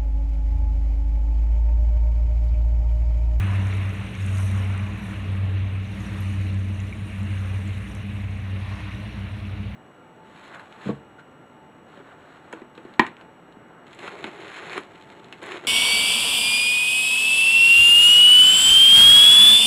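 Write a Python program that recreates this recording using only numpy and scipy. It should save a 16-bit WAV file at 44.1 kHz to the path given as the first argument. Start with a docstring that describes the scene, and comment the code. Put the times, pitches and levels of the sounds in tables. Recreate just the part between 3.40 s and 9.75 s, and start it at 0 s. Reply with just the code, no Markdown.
"""A twin-turboprop seaplane flies away over a calm lagoon, heard from the beach.
Its two propellers are stacks of pure tones that beat slowly together over a noise roar.
Their drone also returns smeared from sea and shore, as tones that wander in level and phase.
A diesel and other hums sound far off, made of steady and wavering tones.
Small waves wash in and foam fizzes and pops: shaped noise mixed with many tiny ringing bubbles."""
import sys
import numpy as np
from scipy import signal
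from scipy.fft import rfft, irfft, next_fast_len
from scipy.io import wavfile
from scipy.ndimage import uniform_filter1d

SR = 44100
rng = np.random.default_rng(int(sys.argv[2]) if len(sys.argv) > 2 else 0)


def pcm_store(signal):
    """Save signal as 16-bit PCM."""
    levels = np.round(np.clip(np.atleast_2d(signal), -1, 1) * 32767)
    wavfile.write(sys.argv[1], SR, levels.astype(np.int16).T)


N = 280035
TIME = np.arange(N) / SR  # seconds

# The plane's level as it draws away: time_s, level_db
FLIGHT = [(0, -27), (2, -28.5), (4, -30), (5, -33.5), (6.35, -39)]
# Blade rate of the faster propeller at the start, and its Doppler sag as the plane turns away
BLADE_HZ, SAG_HZ_PER_S = 96.9, 0.32
# Tones of each propeller, on top of the plane's level: multiple_of_blade_rate, level_db
FAST_PROP = [(1, 1), (2, -29)]
SLOW_PROP = [(1, -1.5), (2, -12), (3, -27.5), (4, -40)]
# Added level of the slower propeller, which sets how deep the beat is: time_s, level_db
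SLOW_LEVEL = [(0, 1.5), (1.6, -1), (2.6, -0.5), (3.6, -4), (4.6, -3), (6.35, -3)]
# How far the slower propeller lags; the main tones oppose at every half blade: time_s, lag_blades
LAG = [(0, -.1), (.3, .15), (.72, .5), (.88, .8), (1.3, 1.15), (1.62, 1.5), (1.86, 1.7), (2.0, 1.93),
       (2.35, 2.28), (2.66, 2.5), (2.87, 2.8), (3.25, 3.05), (3.6, 3.5), (3.8, 3.67), (3.92, 3.92),
       (4.27, 4.1), (4.45, 4.45), (5.3, 5.15), (5.6, 5.5), (6.35, 6.3)]
# Broad roar of exhaust and wake: pitch_hz, relative_level_db_per_hz
ROAR = [(125, 3.5), (165, 7.5), (260, -0.5), (370, -3), (620, -11.5), (850, -20), (1300, -23), (2200, -28)]

# Scattered drone, before its level changes over time:
# multiple_of_blade_rate, level_db, doppler_ratio (pitch factor of the paths that carry it)
SCATTER = [(1, -38.5, 1.085), (2, -41, 1.055), (2, -53, 1.14), (3, -51.5, 1.075), (4, -57.5, 1.11),
           (5, -60, 1.11), (6, -62.5, 1.1)]
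# Quick, irregular changes in level of the scattered drone:
# time_s, second_harmonic_db, third_harmonic_db
SCATTER_CHANGES = [(0, 1, -1), (.13, -1, 5), (.38, -8, -2.5), (1.12, 0, -2.5), (1.55, 2.5, 1), (2.1, -3, 1),
                   (2.45, -6, 0.5), (2.65, 2.5, 1.5), (3.07, 2.5, 5), (3.33, 3, 2), (3.6, -3, 1),
                   (3.9, 7, 1), (4.07, -5.5, -2), (4.28, 3, -.5), (4.55, -1.5, -1), (4.73, 6.5, -0.5),
                   (4.85, -2, -4), (5.1, 1.5, -6), (5.42, -5, 4.5), (5.7, 6.5, 2), (5.85, -1, -1.5),
                   (6.1, 0.5, 4.5), (6.35, 5, -3)]

# Tones of a distant diesel: multiple_of_shaft_rate, level_db
DIESEL = [(2, -70), (3, -60.5), (4, -41), (5, -49.5), (6, -52), (8, -50.5), (10, -56)]
# Wavering background hums: pitch_hz, width_hz, level_db
HUMS = [(63.77, 2.7, -50), (115.5, 4.9, -43.5), (159.4, 4, -55), (254.6, 10.7, -59)]

# Small waves that break on the shore:
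# crest_s, rise_s, dull_rush_db, wash_db, spray_db, wash_fall_db_per_s
WAVES = [(.04, 0.75, -40, -42, -72, 11), (.37, 0.16, -48.5, -46, -78, 4), (.99, 0.58, -56, -47, -68.5, 8.5),
         (1.3, 0.6, -43.5, -53.5, -84, 4), (1.9, 0.63, -49, -49.5, -68, 12),
         (2.74, 0.42, -46.5, -48.5, -59.5, 8), (4.08, 0.63, -48.5, -48, -67, 3),
         (5.39, 0.49, -46.5, -47, -58, 20), (5.8, .25, -54, -59, -66, 24)]
RUSH_FALL_DB_PER_S, SPRAY_FALL_DB_PER_S = 17.5, 11.5
RUSH_REST_DB, WASH_REST_DB = -52.5, -50.5  # the water between waves
# Sheets of foam that run up the sand and soak in: fullest_s, rise_s, level_db, fall_db_per_s
FOAM = [(.05, 0.34, -57.5, 4.5), (1.02, 0.34, -51, 35), (1.68, 0.17, -60, 46), (2.68, 0.37, -59, 7),
        (4.2, 1.2, -60, 8.5), (5.42, 0.53, -65, 6.5)]
# Tone colours of the dull rush, the wash, the breaking spray and the foam:
# pitch_hz, relative_level_db_per_hz
RUSH = [(400, -11), (620, -2), (830, -2.5), (1100, 0.5), (1600, -2), (1950, -4), (2800, -23)]
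WASH = [(900, -33), (1400, -7), (1800, -1.5), (2300, 1), (2800, 0.5), (3150, -7.5), (3900, -9.5),
        (4400, -19), (4850, -30), (5600, -30), (7500, -53)]
SPRAY = [(2800, -4.5), (4000, 7), (4800, -5.5), (5700, -3), (6500, -22), (8000, -28)]
FIZZ = [(3500, -31), (4900, -12.5), (5700, 1), (6800, 1), (7350, -4), (8000, -2), (8750, 3), (9700, 3.5),
        (10400, -7), (10900, -2), (11700, -2.5), (12900, -23), (15500, -29)]

# Single bubbles and drops, and one slap of a wave near 1 s: start_s, peak_db, pitch_hz, width_hz, ring_s (time
# to fall 60 dB)
POPS = [(0.078, -36, 1390, 120, .035), (0.102, -35, 1650, 120, 0.031), (0.131, -32, 1100, 110, .03),
        (.27, -42, 6400, 2000, .012), (.338, -46, 6850, 700, .025), (.536, -47, 11100, 1100, .02),
        (.751, -44, 6300, 900, .025), (0.864, -37, 9500, 1200, 0.01), (0.971, -45, 4270, 900, 0.044),
        (.984, -39, 7500, 2000, .012), (.997, -30, 950, 550, .018), (1.031, -41, 5940, 700, .015),
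        (1.114, -39, 9500, 1500, 0.0079), (1.324, -48, 6500, 3000, .012), (1.377, -40, 8900, 1800, 0.022),
        (2.603, -47, 6460, 700, 0.04), (2.806, -41, 11600, 700, 0.02), (3.143, -49, 7600, 1200, 0.033),
        (3.401, -43, 6500, 700, 0.023), (3.526, -29.5, 2252, 110, 0.031), (3.831, -44, 8700, 2200, .015),
        (4.275, -46, 6900, 1200, 0.023), (4.38, -46, 10200, 1400, .008), (4.549, -40, 8900, 3000, 0.006),
        (4.552, -35.5, 7000, 4500, 0.004)]

# Tone colour of the open sea's low murmur: pitch_hz, relative_level_db_per_hz
AIR = [(30, -23), (42, -1), (55, 6), (130, 0), (180, 6.5), (240, 0.5), (350, -10), (480, -11.5), (650, -9),
       (850, -13.5), (2000, -40)]

HISS_DB = -74  # self-noise of the microphone, before the top is cut
TOP_HZ = 15700  # the treble is cut above this


def undb(db):
    """Turn decibels into a gain."""
    return 10 ** (np.asarray(db) / 20)


def unit(x):
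    """Scale a sound to an average strength (rms) of 1."""
    return x / np.sqrt(np.mean(np.abs(x) ** 2))


def curves(table):
    """Join the points of each table column by straight lines in time."""
    s, *columns = np.transpose(table)
    return [np.interp(TIME, s, column) for column in columns]


def noise():
    """Plain white noise, equally strong at every pitch."""
    return rng.standard_normal(N)


def colour(x, spectrum):
    """Shape a sound by a table of pitches and levels, falling steeply beyond its ends; rms 1."""
    size = next_fast_len(N)
    hz, db = np.transpose(spectrum)
    f = np.maximum(np.arange(size // 2 + 1) * SR / size, 1)
    skirts = np.minimum(f / hz[0], 1) ** 2 * np.minimum(hz[-1] / f, 1) ** 2
    gain = skirts * undb(np.interp(np.log(f), np.log(hz), db))
    return unit(irfft(rfft(x, size) * gain, size)[:N])


def walk(rate):
    """Smooth random wandering with spread 1, about `rate` turns a second."""
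    points_per_s = 500
    f = np.fft.rfftfreq(4096, 1 / points_per_s)
    rough = rng.standard_normal(2 * len(f) - 2)
    slow = irfft(rfft(rough) * np.exp(-(f / rate) ** 2))
    return unit(np.interp(TIME, np.arange(len(slow)) / points_per_s, slow))


def turns(hz):
    """Add up a changing rate into a running phase, in radians."""
    return 2 * np.pi * np.cumsum(hz) / SR


def tones(phase, orders, flutter_db, flutter_rate):
    """Harmonics of a rotor; turbulent air makes each flutter in level."""
    total = 0
    for multiple, db in orders:
        gain = undb(db + flutter_db * walk(flutter_rate))
        total = total + gain * np.sin(round(multiple) * phase)
    return np.sqrt(2) * total  # a sine then has the rms level given by its table


def propellers(phase, level_db):
    """The slower propeller slips one blade behind the other in every beat; exhaust roars beneath."""
    lag_blades, = curves(LAG)
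    slow_db, = curves(SLOW_LEVEL)
    fast = tones(phase, FAST_PROP, flutter_db=0.4, flutter_rate=6)
    slow = tones(phase - 2 * np.pi * lag_blades, SLOW_PROP, flutter_db=0.4, flutter_rate=6)
    roar = undb(-18.5) * colour(noise(), ROAR)
    return undb(level_db) * (fast + undb(slow_db) * slow + roar)


def smeared(phase, width_hz, even_s=0.21):
    """A tone over many shifting paths: it flutters and wanders in phase about an even level."""
    paths = walk(width_hz) + 1j * walk(width_hz)
    recent_power = uniform_filter1d(np.abs(paths) ** 2, int(even_s * SR))
    paths = paths / np.sqrt(recent_power)
    return unit(np.real(paths * np.exp(1j * phase)))


def scattered_drone(phase, spread_hz=4.2, fade_db=0.28, waver_db=2.5):
    """Echoes left the plane earlier, at other angles, so sound higher; upper harmonics spread more."""
    recede_s = TIME - TIME.mean()
    second_db, third_db = curves(SCATTER_CHANGES)
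    drawn_db = {1: 0, 2: second_db, 3: third_db}
    total = 0
    for k, db, ratio in SCATTER:
        order = round(k)
        # harmonics above the third waver at random
        change_db = drawn_db[order] if order in drawn_db else waver_db * walk(5.0)
        # the fundamental grows slightly; from the second up, each fades faster than the one below
        fade = fade_db * (k - 1.5) * recede_s
        tone = smeared(order * ratio * phase, k * spread_hz + 3, even_s=k * 0.12)
        total = total + undb(db + change_db - fade) * tone
    return total


def far_engines():
    """A diesel turns at nearly steady speed, with hums that waver around it."""
    shaft_hz = 15.315 * (1 + 0.0013 * walk(0.95))
    diesel = tones(turns(shaft_hz), DIESEL, flutter_db=0.3, flutter_rate=0.98)
    hums = sum(undb(db) * smeared(2 * np.pi * hz * TIME, width / 2) for hz, width, db in HUMS)
    return diesel + hums


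def bubbles(per_second, scatter_db, low_hz, high_hz, cycles):
    """Bubbles of unequal size each ring for some cycles and rise a little in pitch."""
    count = int(per_second * N / SR)
    when, pitch, chance, life = rng.random((count, 4)).T[..., None]
    hz = low_hz * (high_hz / low_hz) ** pitch
    size = undb(-scatter_db * np.log(np.maximum(chance, 0.01)))  # a few are much louder
    samples = np.arange(SR // 100)
    done = hz * samples / SR  # cycles rung so far
    age = done / (cycles * (0.5 + life))
    fade = np.exp(-np.log(100) * age)  # 40 dB down at age 1
    rings = size * np.sin(2 * np.pi * done * (1 + 0.02 * age)) * fade
    places = (when * N).astype(int) + samples
    return unit(np.bincount(places.ravel(), rings.ravel(), N)[:N])


def water(spectrum, grains, share):
    """Smooth hiss of countless far bubbles with a share of near, distinct ones."""
    far = np.sqrt(1 - share) * colour(noise(), spectrum)
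    near = np.sqrt(share) * colour(grains, spectrum)
    return far + near


def patchy(x, depth_db, bins=7, frames=16):
    """Patches of water splash on their own, so neighbouring pitches swell and sink together."""
    cells = signal.stft(x, nperseg=512)[2]  # grid of pitch against time
    field = rng.standard_normal(cells.shape)
    field = uniform_filter1d(field, int(bins), axis=0)
    field = uniform_filter1d(field, int(frames), axis=1)
    return unit(signal.istft(cells * undb(depth_db * unit(field)))[1][:N])


def swell(crest_s, rise_s, db, fall_db_per_s):
    """Power of one surge: over rise_s a rounded 20 dB climb to its crest, then a steady fall in dB."""
    age = TIME - crest_s
    drop_db = np.where(age < 0, 20 * (age / rise_s) ** 2, fall_db_per_s * age)
    return undb(db - drop_db) ** 2


def surges(rest_db, rows):
    """Gain of a resting level with overlapping surges on top."""
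    return np.sqrt(undb(rest_db) ** 2 + sum(swell(*row) for row in rows))


def surf():
    """Waves break with a dull rush and some spray and wash on; foam bursts on the sand."""
    rush_rows = [(s, rise, db, RUSH_FALL_DB_PER_S) for s, rise, db, _, _, _ in WAVES]
    wash_rows = [(s, rise, db, fall) for s, rise, _, db, _, fall in WAVES]
    spray_rows = [(s, rise, db, SPRAY_FALL_DB_PER_S) for s, rise, _, _, db, _ in WAVES]
    rush_gain = surges(RUSH_REST_DB, rush_rows)
    wash_gain = surges(WASH_REST_DB, wash_rows)
    # spray and foam have no resting level
    spray_gain = np.sqrt(sum(swell(*row) for row in spray_rows))
    fizz_gain = np.sqrt(sum(swell(*sheet) for sheet in FOAM))

    splash = bubbles(per_second=1500, scatter_db=2.5, low_hz=1700, high_hz=6500, cycles=28)
    foam = bubbles(per_second=1500, scatter_db=3.6, low_hz=4800, high_hz=12500, cycles=55)
    gurgle = bubbles(per_second=450, scatter_db=2.5, low_hz=950, high_hz=3000, cycles=36)

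    wash = patchy(water(WASH, splash, share=0.25), depth_db=1)
    spray = patchy(water(SPRAY, splash, share=0.6), depth_db=2)
    fizz = patchy(water(FIZZ, foam, share=0.42), depth_db=1.7)
    rush = patchy(water(RUSH, gurgle, share=0.2), depth_db=1.5)

    # all but the spray also flicker quickly in level
    rush = rush * rush_gain * undb(0.15 * walk(22))
    wash = wash * wash_gain * undb(0.86 * walk(42))
    fizz = fizz * fizz_gain * undb(0.84 * walk(26))
    return rush + wash + fizz + spray * spray_gain


def pops(rise_share=0.13):
    """Larger bubbles and drops burst, and a wave slaps once, each with a short, rough ring; the purer it is,
    the softer its start."""
    out = np.zeros(N)
    t = TIME[:SR // 10]
    f = np.fft.rfftfreq(len(t), 1 / SR)
    for start_s, db, hz, width, ring_s in POPS:
        band = np.exp(-((f - hz) / width) ** 2)
        ring = irfft(rfft(rng.standard_normal(len(t))) * band, len(t))
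        rise = 1 - np.exp(-t * width / rise_share)
        fall = np.exp(-np.log(1000) * t / ring_s)
        ring = ring * rise * fall
        start = int(start_s * SR)
        out[start:start + len(t)] += undb(db) * ring / np.abs(ring).max()
    return out


def open_sea():
    """The low murmur of the open sea: shaped noise that wavers gently in level."""
    return colour(noise(), AIR) * undb(-44.5 + 1.5 * walk(9.3))


def scene():
    """Plane, distant engines and shore over the low murmur of the open sea."""
    level_db, = curves(FLIGHT)
    phase = turns(BLADE_HZ - SAG_HZ_PER_S * TIME)
    plane = propellers(phase, level_db) + scattered_drone(phase)
    shore = surf() + pops()
    return (plane + far_engines() + shore + open_sea())[None]


def record(dry):
    """The microphone adds a faint, even hiss, and a steep filter cuts the top."""
    hiss = undb(HISS_DB) * noise()
    top_cut = signal.ellip(8, 0.2, 70, TOP_HZ, fs=SR, output="sos")
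    return signal.sosfilt(top_cut, dry + hiss)


dry = scene()
out = record(dry)
pcm_store(out)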